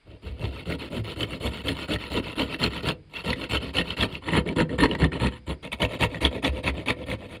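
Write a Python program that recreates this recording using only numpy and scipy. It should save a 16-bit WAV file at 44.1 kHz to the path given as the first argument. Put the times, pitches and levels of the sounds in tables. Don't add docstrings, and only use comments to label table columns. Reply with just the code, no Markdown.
import sys
import numpy as np
from scipy import signal
from scipy.fft import rfft, irfft, next_fast_len
from scipy.io import wavfile
from scipy.ndimage import uniform_filter1d

SR = 44100
rng = np.random.default_rng(int(sys.argv[2]) if len(sys.argv) > 2 else 0)


def to_linear_factor(level_db):
    exponent = np.asarray(level_db, float) / 20
    return 10 ** exponent


def to_wav(sig):
    pcm = np.clip(np.atleast_2d(sig), -1, 1) * 32767
    pcm = np.round(pcm).astype(np.int16)
    wavfile.write(sys.argv[1], SR, pcm.T)


N = 326340

PLATE_MODES_HZ = (945, 1370, 1740, 1880, 2200, 2560, 2725, 3035, 3310, 3520, 3800, 4200, 4380, 4820, 5480)
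# start_s, speed_up_s, slow_down_s, peak rasp_db, bench_over_rasp_db
DOWN_STROKES = [(0.224, 0.046, 0.073, -44, 6.5), (0.4, 0.04, 0.06, -37, 8), (0.66, 0.066, 0.035, -33.5, 8),
                (0.907, 0.062, 0.046, -35.5, 10), (1.165, 0.059, 0.034, -32.5, 6),
                (1.406, 0.057, 0.037, -30.5, 6), (1.644, 0.045, 0.05, -28, 4.5),
                (1.885, 0.055, 0.023, -26.5, 4.5), (2.107, 0.066, 0.033, -28, 6),
                (2.363, 0.041, 0.052, -26, 2.5), (2.593, 0.055, 0.037, -24.5, 3.5),
                (2.832, 0.055, 0.04, -25, 2.5), (3.243, 0.062, 0.035, -27, 3.5),
                (3.497, 0.056, 0.031, -24.5, 1), (3.74, 0.049, 0.035, -23.5, 1),
                (3.972, 0.058, 0.036, -24, 1.5), (4.32, 0.055, 0.032, -21.5, 5.5),
                (4.564, 0.044, 0.025, -23.5, 8), (4.787, 0.054, 0.025, -20.5, 6),
                (4.989, 0.054, 0.025, -27, 10), (5.199, 0.054, 0.037, -25, 5),
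                (5.471, 0.033, 0.04, -33.5, 6), (5.722, 0.006, 0.022, -27.5, -1),
                (5.805, 0.021, 0.037, -25, 4.5), (5.998, 0.037, 0.031, -21.5, 1),
                (6.212, 0.043, 0.026, -21.5, 1.2), (6.43, 0.026, 0.041, -22.5, 0.8),
                (6.637, 0.042, 0.03, -25, 3.2), (6.865, 0.03, 0.032, -24, 0.7),
                (7.067, 0.057, 0.032, -31.5, 4)]
# start_s, speed_up_s, slow_down_s, peak rasp_db, bench_over_rasp_db
RETURNS_AND_RUBS = [(0.061, 0.066, 0.05, -56, 11.5), (0.345, 0.04, 0.015, -53.5, 10.5),
                    (0.51, 0.071, 0.058, -39.5, 3.5), (0.79, 0.028, 0.066, -36.5, 3.5),
                    (1.043, 0.058, 0.043, -34.5, 2), (1.273, 0.072, 0.039, -37, 5.5),
                    (1.513, 0.027, 0.082, -36.5, 1.1), (1.751, 0.072, 0.039, -32.5, -0.5),
                    (1.991, 0.033, 0.071, -35, -2), (2.228, 0.038, 0.074, -36, 2),
                    (2.466, 0.076, 0.026, -32.5, 1.5), (2.705, 0.066, 0.043, -32, 0.2),
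                    (3.1, 0.029, 0.013, -49, 0), (3.14, 0.028, 0.057, -34.5, -3.5),
                    (3.361, 0.078, 0.035, -33.5, 3), (3.606, 0.039, 0.066, -35, 3.8),
                    (3.844, 0.077, 0.03, -33, 0.3), (4.088, 0.063, 0.039, -37.5, 2),
                    (4.22, 0.029, 0.019, -42, 5), (4.262, 0.031, 0.018, -29.5, 5),
                    (4.459, 0.025, 0.051, -38, 15), (4.695, 0.008, 0.062, -41.5, 17),
                    (4.887, 0.029, 0.051, -36, 14), (5.122, 0.012, 0.047, -33.5, 8.5),
                    (5.306, 0.025, 0.057, -44, -12), (5.63, 0.017, 0.034, -38, 3.5),
                    (5.775, 0.026, 0.0092, -52, 10), (5.889, 0.058, 0.032, -36, 5),
                    (6.099, 0.058, 0.033, -38.5, 8), (6.315, 0.045, 0.037, -36.5, 10.5),
                    (6.528, 0.058, 0.025, -38, 10), (6.739, 0.056, 0.05, -41, 9.5),
                    (6.968, 0.059, 0.02, -43.5, 13.5), (7.188, 0.056, 0.037, -44, 8.5),
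                    (7.29, 0.057, 0.029, -40.5, 4.5)]


def unit(x):
    return x / np.sqrt(np.mean(x ** 2) + 1e-20)


def along(points, hz):
    f, v = np.transpose(points)
    return np.interp(np.log(hz + 1), np.log(f + 1), v)


def wobble(rate_hz, count=1):
    knots = rng.standard_normal((count, int(N * rate_hz / SR) + 4))
    at = np.arange(N) * rate_hz / SR
    i, part = at.astype(int), at % 1
    return knots[:, i] * (1 - part) + knots[:, i + 1] * part


def filtered(x, response):
    m = next_fast_len(N + SR // 2)
    return irfft(rfft(x, m) * response(np.fft.rfftfreq(m, 1 / SR)), m)[..., :N]


def resonance(f, hz, width_hz):
    return 1j * f * width_hz / (hz * hz - f * f + 1j * f * width_hz)


def saw():
    # width_hz, relative level_db before 4.2 s, from 4.2 to 5.6 s, after 5.6 s
    plate_modes = [(120.5, -1.5, 3.5, 5), (129, -1.5, -2, -1), (123, -7, -2, 0), (120, -3, 1, 3),
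                   (131, -1, -1, 5.5), (146, -1.5, -5, 4), (105, 3.5, -0.5, 3.5), (108, 2, -0.5, 2),
                   (142, -3, -4, 1.5), (140, -4, -6, 1), (143, -5, -7.5, -1), (115, -3, -5, -5),
                   (104, -3, -8, -4.5), (198, -14, -23, -13), (200, -20, -42, -20.5)]
    board_modes = [(37.4, -3.5, -2, -4.5), (63.3, -4.5, -4, -5.5), (55.4, -3.5, -2.5, -2.5),
                   (64.4, -8.5, -7.5, -7.5), (26.3, -4, -3, 0.5), (105, -14, -17.5, -10.5)]
    leg_modes = [(30.5, -12, -22, -10), (28.3, 4, 5, 2), (34.8, 0.5, -0.5, 1.5)]
    blade_modes = [(516, -7, -32, -1.5), (220, 1.5, 9, 2.5), (560, -1, 4, 2.5), (340, 2.5, 9, 5.5),
                   (714, -5.5, -12, -8), (1190, -12.5, -12, -9), (900, -9, -27, -14)]
    board_hz = (150, 230, 290, 435, 505, 650)
    legs_hz = (40, 66, 105)
    blade_hz = (6600, 7320, 8700, 9890, 11300, 13200, 14900)

    speed, (rasp, knock, shake, hiss) = arm(edge_s=.012)
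    pulses = teeth(speed, rate_hz=340, scatter=.35, size_db=4.0)
    flare = unit(abs(filtered(pulses, lambda f: 1 / (1 + 1j * f / 150))) + 0.42)

    def rub():
        return unit(rng.standard_normal(N) * flare)

    ring, jolt = snags()
    plate_force = rasp * (0.48 * pulses + 0.56 * rub()) + jolt
    plate = body(plate_force, PLATE_MODES_HZ, plate_modes, fickle_db=3.0, rate_hz=130)
    board_force = knock * (0.35 * pulses + 0.67 * rub()) + 0.66 * jolt
    board = body(board_force, board_hz, board_modes, fickle_db=1.52, rate_hz=35)
    legs_force = shake * (0.42 * pulses + 0.61 * rub())
    legs = body(legs_force, legs_hz, leg_modes, fickle_db=0.5, rate_hz=22)
    blade_force = hiss * (0.39 * pulses + 0.59 * rub()) + 0.074 * jolt
    blade = body(blade_force, blade_hz, blade_modes, fickle_db=4.0, rate_hz=94)

    def soft(x, top_hz):
        return filtered(x, lambda f: (1 + 1.4j * f / top_hz - (f / top_hz) ** 2) ** -2)

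    thin = filtered(blade, lambda f: (f / 6500) ** 2 / (1 + (f / 6500) ** 4) ** .5)
    return soft(plate + ring, top_hz=6000) + soft(board + legs, top_hz=1140) + shudders() + thin


def arm(edge_s):
    # start_under_peak_db,
    # added start db per unit lateness, end_under_peak_db, added end db per unit lateness,
    # legs_over_board_db, hiss_db at a rasp of -30 dB
    down_shape = (-7, 3.5, -9.5, -5, -3, -48)
    return_shape = (-4, -7.5, -6.5, -15, -5.5, -52)
    # at_s, added legs_db, added hiss_db
    drift = [(0, 11, -7), (0.4, 4.5, -3), (0.8, -1.5, 0.2), (1.3, -0.5, 3), (2, -0.5, 0.5), (2.9, -1, -0.6),
             (3.15, -1.5, 0.2), (3.6, 1.5, -0.6), (4.15, -0.5, -1.5), (4.3, -4, 0.5), (4.7, -3.5, -1),
             (5.1, -1.2, -2), (5.55, 1, 2.5), (6, 0.5, 2), (6.5, -1.5, 0), (7, 3.7, -1.3), (7.4, 1, 3)]
    speed, drive = np.zeros(N + SR), np.zeros((4, N + SR))
    at_s, legs_drift_db, hiss_drift_db = np.transpose(drift)
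    swell_share = np.array([[1], [.8], [.6], [.9]])
    for strokes, shape in ((DOWN_STROKES, down_shape), (RETURNS_AND_RUBS, return_shape)):
        start_db, start_late_db, end_db, end_late_db, legs_db, hiss_db = shape
        for s, up_s, down_s, rasp_db, bench_db in strokes:
            t = np.arange(round((up_s + down_s + 2 * edge_s) * SR)) / SR - edge_s
            v = np.interp(t, [0, up_s, up_s + down_s], [0, 1, 0])
            edge = np.minimum(1.74 * (t + edge_s), t[-1] - t) / (1.53 * edge_s)
            grip = np.clip(edge, 0, 1) ** 1.48
            late = up_s / (up_s + down_s) - .5
            under_db = np.where(t < up_s, start_db + start_late_db * late, end_db + end_late_db * late)
            swell_db = under_db * (1 - v)
            board_db = rasp_db + bench_db
            low_db = board_db + legs_db + np.interp(s, at_s, legs_drift_db)
            high_db = hiss_db + np.interp(s, at_s, hiss_drift_db) + 0.82 * (rasp_db + 30)
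            peak_db = np.c_[[rasp_db, board_db, low_db, high_db]]
            i = round((s - edge_s) * SR)
            speed[i:i + len(t)] = np.sin(np.pi / 2 * v)
            drive[:, i:i + len(t)] += to_linear_factor(peak_db + swell_db * swell_share) * grip
    return speed[:N], drive[:, :N]


def teeth(speed, rate_hz, scatter, size_db):
    passed = np.cumsum(rate_hz * (.35 + speed)) / SR
    chance = rng.standard_normal((int(passed[-1]), 2))
    at = np.interp(np.arange(len(chance)) + scatter * chance[:, 0], passed, np.arange(N))
    return unit(np.bincount(at.astype(int), to_linear_factor(size_db * chance[:, 1]), N)[:N])


def body(force, modes_hz, modes, fickle_db, rate_hz):
    balance_changes_s = (4.2, 5.6)
    width_hz, *levels_db = np.transpose(modes)
    gain = to_linear_factor(levels_db)
    gain = gain / np.sqrt(np.pi * (gain ** 2 @ width_hz) / SR)[:, None]
    balance = np.searchsorted(balance_changes_s, np.arange(N) / SR)
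    gain = gain[balance].T * to_linear_factor(fickle_db * wobble(rate_hz, count=len(modes)))
    m = next_fast_len(N + SR // 2)
    f = np.fft.rfftfreq(m, 1 / SR)
    sign = (-1) ** np.arange(len(modes))
    rings = rfft(force * gain, m) * resonance(f, np.array(modes_hz)[:, None], width_hz[:, None])
    return irfft(sign @ rings, m)[:N]


def snags():
    # start_s, relative level_db, ring_hz
    hard_catches = [(0.7231, -24.5, 2166), (1.2067, -20, 3030), (1.23, -17.5, 3060), (1.4676, -25, 3460),
                    (1.6823, -17, 3315), (1.8167, -27, 3038), (1.935, -21, 3416), (2.1717, -21.5, 3680),
                    (2.3995, -23, 2949), (2.4176, -19.5, 3061), (2.544, -24, 1911), (2.6292, -14, 3088),
                    (2.638, -11, 4220), (2.6618, -17, 2779), (2.8867, -13, 3315), (2.9078, -24, 2719),
                    (3.3025, -20, 4181), (3.3292, -17, 1990), (3.4383, -21, 2708), (3.51, -21.5, 2729),
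                    (3.5543, -23, 3067), (3.7678, -16, 3016), (3.7838, -14, 3005), (3.9043, -20, 3055),
                    (3.9684, -24, 1944), (4.0099, -18, 3478), (4.0246, -12.5, 3293), (4.1517, -26, 2700),
                    (4.2873, -21, 1981), (4.3328, -19, 1939), (4.3744, -22, 1970), (4.4877, -20.5, 2290),
                    (4.5903, -23, 1871), (4.602, -14.5, 1795), (4.6925, -33, 1879), (4.7886, -21, 1817),
                    (4.8026, -17.5, 1797), (4.834, -6.5, 1787), (4.9116, -22.5, 2933),
                    (4.9502, -19.5, 1955), (5.0195, -19, 1820), (5.0406, -16, 1820), (5.119, -27.5, 1840),
                    (5.1316, -28, 2550), (5.2336, -25, 2632), (5.2476, -24, 3088), (5.7175, -24, 2562),
                    (5.8182, -15, 3038), (5.8494, -15.5, 2690), (6.0253, -16.5, 2730), (6.036, -15.5, 2732),
                    (6.1444, -24, 1915), (6.25, -9.5, 3347), (6.4469, -15.5, 3470), (6.676, -14, 2209),
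                    (6.6958, -23, 2010), (6.8843, -14.5, 2517), (6.9021, -13, 2296), (7.1149, -20, 2170)]
    ring, jolt, t = np.zeros(N + SR), np.zeros(N + SR), np.arange(SR // 20) / SR
    catches = hard_catches + ticks()
    chance = rng.standard_normal((len(catches), len(t)))
    swell = (1 - np.exp(-t / 0.00064)) * to_linear_factor(-60 * t / .024)
    for (s, db, hz), noise in zip(catches, chance):
        flutter = 1 + 4.9 * uniform_filter1d(noise, size=60)
        i = round(s * SR)
        ring[i:i + len(t)] += to_linear_factor(db + 1.5) * swell * flutter * np.sin(2 * np.pi * hz * t)
        jolt[i:i + len(t)] += to_linear_factor(db + 6) * swell ** 3 * noise
    return ring[:N], jolt[:N]


def ticks():
    strokes = DOWN_STROKES + RETURNS_AND_RUBS
    catches = []
    for stroke, (when, size, mode) in zip(strokes, rng.random((len(strokes), 3))):
        s, up_s, _, rasp_db, _ = stroke
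        level_db = rasp_db + 1.5 + 6 * (size - .5)
        catches.append((s + up_s * (.5 + when), level_db, PLATE_MODES_HZ[3 + int(7 * mode)]))
    return catches


def shudders():
    # start_s, peak level_db, mode_hz
    bench_shudders = [(0.26, -30, 80), (0.299, -31, 64.7), (0.432, -25, 100), (0.675, -26, 162),
                      (0.989, -25.5, 108), (1.44, -27, 71), (1.908, -27.5, 311), (2.37, -25, 306.4),
                      (2.878, -29, 85.74), (3.786, -27, 167.3), (4.323, -21.5, 162.5), (4.338, -23, 244),
                      (4.343, -26.5, 82), (4.591, -20, 229.6), (4.612, -18, 153), (4.819, -12, 283),
                      (5.009, -34, 423), (5.021, -15, 148.3), (5.215, -23, 128.5), (6.228, -22, 69.87),
                      (6.236, -26, 289.6), (6.434, -23, 280.8), (6.485, -22, 69.68), (6.692, -23, 67.77),
                      (6.869, -27.5, 261)]
    out, t = np.zeros(N + SR), np.arange(SR // 8) / SR
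    phase = rng.uniform(0, 2 * np.pi, len(bench_shudders))
    u = t / 0.014
    swell = (u * np.exp(1 - u)) ** 1.2
    for (s, db, hz), p in zip(bench_shudders, phase):
        out[round(s * SR):][:len(t)] += to_linear_factor(db) * swell * np.sin(2 * np.pi * hz * t + p)
    return out[:N]


def room(x):
    # band_hz, t60_s
    decay = [(100, 0.58), (1000, 0.15), (4000, 0.1), (12000, 0.093)]
    hz, t, z = signal.stft(rng.standard_normal(SR // 3), SR, nperseg=256)
    tail = signal.istft(z * to_linear_factor(-60 * t / along(decay, hz)[:, None]), SR, nperseg=256)[1]
    return signal.fftconvolve(np.pad(x, (200, 0)), tail / np.linalg.norm(tail))[:N]


def murmur():
    # band_hz, relative level_db per Hz
    spectrum = [(18, -42), (30, 4.5), (139, -15.5), (1240, -25.5), (2310, -25.5), (4200, -30), (5440, -52),
                (9000, -41), (11000, -50), (15000, -90)]
    level_db = -59 + 0.57 * wobble(4.1)[0]
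    return to_linear_factor(level_db) * unit(filtered(rng.standard_normal(N), lambda f: to_linear_factor(along(spectrum, f))))


def crickets():
    # centre_hz, width_hz of each resonance, rms level_db before wavering
    bands = [(4800, 500, -75.5), (2250, 260, -75)]
    out = np.zeros(N)
    for hz, width_hz, db in bands:
        waver_db = 2 * wobble(14)[0] + 2.5 * wobble(5)[0]
        band = unit(filtered(rng.standard_normal(N), lambda f: resonance(f, hz, width_hz) ** 2))
        out += to_linear_factor(db + waver_db) * band
    return out


def scene():
    cut = saw()
    return (cut + to_linear_factor(-14) * room(cut) + murmur() + crickets())[None]


def low_pass(x):
    return signal.sosfilt(signal.butter(12, 15700, fs=SR, output="sos"), x)


def record(dry):
    mic = filtered(dry, lambda f: (1j * f / 35) ** 2 / (1 + 1.4j * f / 35 - (f / 35) ** 2))
    return low_pass(mic)


dry = scene()
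out = record(dry)
to_wav(out)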